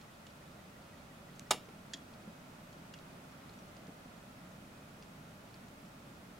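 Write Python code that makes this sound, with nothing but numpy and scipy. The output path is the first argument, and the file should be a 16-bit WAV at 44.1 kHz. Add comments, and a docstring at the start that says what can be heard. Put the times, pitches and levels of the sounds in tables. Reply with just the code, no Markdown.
"""Woodpecker on a tree trunk

A large woodpecker picks at the bark with light pecks and faint scratches that set flakes ringing.
One hard chisel blow cracks the bark and makes the trunk ring. Nearby walls echo the bill briefly.
Behind it lie a steady traffic rumble, soft hiss, a very faint far bird and a few dull bumps."""
import sys
import numpy as np
from scipy import signal
from scipy.fft import rfft, irfft, next_fast_len
from scipy.io import wavfile
from scipy.ndimage import map_coordinates

SR = 44100
rng = np.random.default_rng(int(sys.argv[2]) if len(sys.argv) > 2 else 0)


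def int16_out(signal):
    """Quantize to a 16-bit WAV file."""
    q = np.round(np.clip(np.atleast_2d(signal).T, -1, 1) * 32767)
    wavfile.write(sys.argv[1], SR, q.astype(np.int16))


N = 281799

# Levels in the tables are relative; t60 is the time a sound takes to fade by 60 dB.
# tone colour of the traffic, the hiss both ears share, and the hiss that differs: f/Hz, level/dB
TRAFFIC_COLOUR = [(20, -15), (50, -10), (100, -5.5), (150, -1.5), (185, -0.5), (265, -4), (305, -9),
                  (430, -15), (800, -42)]
HISS_COLOUR = [(200, -18.5), (450, -4.5), (600, 1.5), (740, -3), (950, -6), (1200, -5.5), (1400, -4.5),
               (1560, -9), (2700, -13), (4500, -17.5), (9000, -22.5), (15500, -27.5)]
SIDE_COLOUR = [(20, -22), (50, -13), (72, -10), (95, -17), (280, -8), (600, -5.5), (1200, -6),
               (2500, -13.5), (5000, -20.5), (9500, -25), (15000, -43.5)]
# thin wavering background tones: f/Hz, level/dB
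THIN_TONES = [(595, -77.5), (850, -80), (1190, -84.5), (1400, -82.5), (2527, -80)]
# light pecks: t/s, level/dB, flake pitch f/Hz, flake ring level/dB, t60/s
LIGHT_PECKS = [(.011, -54.5, 4300, 0, 0.036), (.266, -49, 2940, -2, .033), (1.3949, -34, 6000, 0, 0.0059),
               (1.687, -55, 2380, 6, 0.021), (1.9348, -35, 3260, -3.5, 0.047), (2.136, -58, 4400, 6, .025),
               (2.727, -53.5, 5530, -8, 0.029), (2.937, -46.5, 2860, 3, .04), (2.987, -53.5, 3980, 4, .019),
               (3.493, -58.5, 4130, 9.5, .025), (3.766, -53, 4830, 0, .02), (3.8688, -50, 5900, -7, .01),
               (5.0246, -51, 4740, 4.5, .011), (5.541, -57.5, 4580, 9.5, .022)]
# resonances of the loose bark: f/Hz, width/Hz, level/dB
BARK_RESONANCES = [(1760, 180, -3.5), (2530, 270, -11), (3320, 110, 5.5), (4550, 550, -3.5),
                   (5700, 800, -7), (7060, 380, -3), (9600, 3500, -22)]
# modes (ringing notes) of a bark flake: ratio to its pitch, level/dB, looseness
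FLAKE_MODES = [(.56, -5.5, 0.45), (1, 0, 0.39), (1.2, -6.5, 0.71)]
# how long the walls' echo lasts: f/Hz, t60/s
ECHO_DECAY = [(200, 0.52), (1000, 0.16), (3000, 0.26), (5200, 0.2), (8000, 0.15), (14000, 0.27)]
# the bill's blow into the wood, then a faint early echo of it: t/s, level/dB
BLOW_HITS = [(1.5069, -22.5), (1.531, -47)]
# modes of the trunk: f/Hz, level/dB, t60/s
TRUNK_MODES = [(272, -16.5, 0.059), (384, -8.5, 0.063), (502, -12, 0.069), (616, -6.5, 0.061),
               (755, -5, 0.052), (849, -5, 0.085), (966, -12, 0.1), (1052, -6.5, .055), (1179, 1, 0.032),
               (1334, 0, 0.038), (1736, -5, 0.051), (1927, -10, 0.058), (2212, -10.5, 0.061),
               (2740, -10.5, 0.09), (2800, -8.5, 0.098), (3600, -12, 0.057), (3740, -4, 0.056),
               (3900, -7, 0.033), (4020, -8, 0.026), (4715, -3, 0.042), (5000, -11, 0.083),
               (5330, -15, .06), (5960, -12, 0.038), (6640, 0.5, 0.025), (7500, 3, 0.023),
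               (8200, -6.5, .033), (9040, -8, 0.049), (9700, -9.5, 0.062)]
# how far the trunk's ring is out of step between the ears: f/Hz, phase shift at each ear/rad
EAR_PHASE = [(700, .1), (1300, 0.44), (2300, .38), (3800, .17), (5000, .13), (7500, .13), (9500, 0.49)]
# tone colour of the bark's first crack and of its splitting: f/Hz, level/dB
CRACK_COLOUR = [(500, -25), (1700, -9), (3000, -6), (3900, 3), (5000, -2), (7400, 6), (9000, -11),
                (15000, -22)]
SPLIT_COLOUR = [(90, -42), (200, -15), (330, -11), (750, -2.5), (1300, -1.5), (1550, -3), (2500, -6),
                (3900, -4), (6300, -12.5), (7500, -13), (9500, -11.5), (11300, -16), (13400, -27),
                (15500, -21)]
# which side the blow leans to: f/Hz, right minus left level/dB
BLOW_LEAN = [(400, -1), (1300, 1.6), (2400, -1), (4000, -0.5), (7000, -2), (9500, 2), (14000, -1.4)]
# dull bumps: t/s, level/dB, f/Hz
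DULL_BUMPS = [(1.545, -37, 443), (1.685, -41.5, 422), (1.945, -42, 263), (2.275, -40.5, 207),
              (3.881, -43, 177), (3.89, -43.5, 294), (4.058, -44.5, 234)]


def amp(db):
    """Turn decibels into a gain."""
    return 10 ** (np.asarray(db) / 20)


def unit(x):
    """Scale x to an average (rms) level of 1."""
    return x / np.sqrt(np.mean(x ** 2) + 1e-20)


def along(points, hz):
    """Read between the rows of an (f/Hz, value) table on a log frequency axis."""
    f, v = np.transpose(points)
    return np.interp(np.log(hz + 1), np.log(f + 1), v)


def filtered(x, response):
    """Give each frequency in x the gain response(hz)."""
    n = x.shape[-1]
    m = next_fast_len(n + 8192)
    return irfft(rfft(x, m) * response(np.fft.rfftfreq(m, 1 / SR)), m)[..., :n]


def wobble(rate):
    """A smooth random curve through `rate` points a second."""
    points = rng.standard_normal(int(N * rate / SR) + 4)
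    return map_coordinates(points, [np.arange(N) * rate / SR])


def stereo_noise(response, size, side_db):
    """Filtered noise whose left and right differ by a weaker side part."""
    mid, side = filtered(rng.standard_normal((2, size)), response)
    return unit(np.array([mid + amp(side_db) * side, mid - amp(side_db) * side]))


def add(track, s, sound):
    """Mix a sound into the track, starting at s seconds."""
    part = track[..., max(round(s * SR), 0):][..., :sound.shape[-1]]
    part += sound[..., :part.shape[-1]]


def struck(t, rise, t60):
    """The loudness of something hit: a quick swell, then a fade (times in seconds)."""
    return (1 - np.exp(-(t / rise) ** 2)) * np.exp(-np.log(1000) * t / t60)


def background():
    """Distant traffic rumbles in the middle, under a wide soft hiss and a few thin tones."""
    t = np.arange(N) / SR
    noise = lambda colour: unit(filtered(rng.standard_normal(N), lambda hz: amp(along(colour, hz))))
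    rumble_db = -56 - 2 * np.maximum(1 - t / 2.6, 0)  # grows for 2.6 s, then holds
    rumble = amp(rumble_db + 0.56 * wobble(7)) * noise(TRAFFIC_COLOUR)
    hiss_db = -60
    swell_db = hiss_db + np.exp(-(t - 3.35) ** 2)  # 1 dB louder around 3.35 s
    hiss = noise(HISS_COLOUR)
    # the body of the shared hiss swells; its treble stays level
    body = filtered(hiss, lambda hz: 1 / (1 + (hz / 3500) ** 4))
    hiss = amp(swell_db + 0.41 * wobble(7.8)) * body + amp(hiss_db) * (hiss - body)
    side = amp(swell_db - 0.94) * noise(SIDE_COLOUR)
    tones = sum(np.sqrt(2) * amp(db) * np.sin(2 * np.pi * hz * t + 1.5 * wobble(14))
                for hz, db in THIN_TONES)
    mid = rumble + hiss + tones
    return np.array([mid + side, mid - side])


def bark_colour(hz):
    """Loose bark boosts the frequencies near each of its resonances."""
    return sum((-1) ** k * amp(db) * 1j * hz * width / (centre ** 2 - hz ** 2 + 1j * hz * width)
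               for k, (centre, width, db) in enumerate(BARK_RESONANCES))


def drifting_sine(hz, t, phase, looseness):
    """Cracked wood holds no pure pitch: the wave wanders, most in the high notes."""
    drift = looseness * np.sqrt(hz / SR) * np.cumsum(rng.standard_normal(len(t)))
    return np.sin(2 * np.pi * hz * t + phase + drift)


def scratches(count):
    """Bill and claws scratch faintly at random moments: rows like those of LIGHT_PECKS."""
    middle_db, scatter_db, typical_hz, ring_db, t60 = -63, 2, 5190, 5, 0.031
    return [(when * N / SR, middle_db + scatter_db * (2 * size - 1),
             typical_hz * 2 ** (pitch - .5), ring_db, t60)
            for when, size, pitch in rng.random((count, 3))]


def pecks():
    """Each light peck snaps at contact, crunches the bark and sets one flake ringing."""
    out, t = np.zeros((2, N)), np.arange(SR // 8) / SR
    firm_db, soft_hz = -39.5, 12000
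    for s, db, hz, ring_db, t60 in [*LIGHT_PECKS, *scratches(count=14)]:
        rise = 0.058 * t60 / (1 + amp(db - firm_db) ** 2)  # firm pecks bite, gentle ones swell
        snap_db = -10 + 5 * np.log2(0.018 / t60)  # the shorter the peck, the harder the snap
        snap = amp(snap_db) * rng.standard_normal(len(t)) * struck(t, rise=0.00042, t60=0.0046)
        crunch = stereo_noise(bark_colour, len(t), side_db=-12)
        flake = sum(amp(mode_db) * drifting_sine(ratio * hz, t, 0, looseness)
                    for ratio, mode_db, looseness in FLAKE_MODES)
        add(out, s, amp(db) * (snap + (crunch + amp(ring_db) * flake) * struck(t, rise, t60)))
    # corky bark swallows the highest treble
    return filtered(out, lambda hz: 1 / (1 + (hz / soft_hz) ** 5))


def wall_echo(x, delay_s, side_db):
    """Nearby walls send back a short, blurred echo whose bass lasts longest."""
    hz, t, spectrum = signal.stft(rng.standard_normal((2, SR // 2)), SR, nperseg=256)
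    fade = np.exp(-np.log(1000) * t / along(ECHO_DECAY, hz)[:, None])
    mid, side = signal.istft(spectrum * fade, SR, nperseg=256)[1]
    tail = np.array([mid + amp(side_db) * side, mid - amp(side_db) * side])
    tail = np.pad(tail / np.linalg.norm(tail[0]), ((0, 0), (round(delay_s * SR), 0)))
    return signal.fftconvolve(x.mean(0)[None], tail, axes=1)[:, :N]


def far_bird():
    """Nine slightly slowing notes, each a pip and a fainter upward slide, blurred by distance."""
    out, t = np.zeros(N), np.arange(SR // 7) / SR
    start_s, gap_s, gap_growth_s = .077, .1668, .0016
    pip_hz, slide_hz, climb_hz_per_s = 1930, 2000, 26000
    slide_phase = 2 * np.pi * (slide_hz + climb_hz_per_s * t / 2) * t
    for k in range(9):
        s = start_s + gap_s * k + gap_growth_s * k * (k - 1) / 2
        blur = wobble(500)[:len(t)]
        pip = np.sin(2 * np.pi * pip_hz * t + .3 * blur) * np.exp(-((t - .013) / 0.0084) ** 2)
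        slide = np.sin(slide_phase + np.pi * blur) * np.exp(-((t - .06) / 0.029) ** 2)
        add(out, s, amp(-61 + rng.normal(0, 1)) * (pip + amp(-7.5) * slide))
    return out


def chisel_blow():
    """The bill drives into the trunk: the wood rings while the bark cracks and splits."""
    out, t = np.zeros((2, N)), np.arange(SR // 4) / SR
    ear_sign = np.array([[-1], [1]])  # left, right
    for s, db in BLOW_HITS:
        wood = np.zeros((2, len(t)))
        for hz, mode_db, t60 in TRUNK_MODES:
            phase = rng.uniform(0, 2 * np.pi) - along(EAR_PHASE, hz) * rng.choice([-1, 1]) * ear_sign
            ring = drifting_sine(hz, t, phase, looseness=0.21)
            wood += amp(mode_db) * ring * struck(t, rise=0.003, t60=t60)
        crackle = amp(1.9 * wobble(900)[:len(t)])  # fibres give way unevenly
        split = stereo_noise(lambda hz: amp(along(SPLIT_COLOUR, hz)), len(t), side_db=-8)
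        split *= crackle * struck(t, rise=0.0035, t60=0.046)
        crack = stereo_noise(lambda hz: amp(along(CRACK_COLOUR, hz)), len(t), side_db=-14)
        crack *= struck(t, rise=0.0019, t60=0.021)
        add(out, s, amp(db) * (amp(0.2) * wood + amp(5) * split + amp(4) * crack))
    # the wood sends its middle notes more to the right
    return filtered(out, lambda hz: amp(along(BLOW_LEAN, hz) * ear_sign / 2))


def bumps():
    """Soft contacts: each is a low, quickly fading note with one hollow overtone."""
    out, t = np.zeros(N), np.arange(SR // 4) / SR
    for s, db, hz in DULL_BUMPS:
        t60 = 0.094 * (220 / hz) ** 2  # higher bumps die sooner
        body = np.sin(2 * np.pi * hz * t) * struck(t, rise=0.0012, t60=t60)
        hollow = np.sin(2 * np.pi * 2.56 * hz * t) * struck(t, rise=.001, t60=0.69 * t60)
        add(out, s, amp(db) * (body + amp(-6.5) * hollow))
    return out


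def scene():
    """The woodpecker on its trunk, a little to the right, in the open air."""
    blow, taps = chisel_blow(), pecks()
    echo = amp(-12.5) * wall_echo(blow + amp(-1) * taps, delay_s=.005, side_db=-11)
    woodpecker = (blow + taps) * amp([[-.8], [.8]])
    surroundings = (background() + bumps() + far_bird()) * amp([[-.45], [.45]])
    return woodpecker + echo + surroundings


def record(dry):
    """Cut away the very highest treble."""
    return filtered(dry, lambda hz: hz < 15850)


dry = scene()
out = record(dry)
int16_out(out)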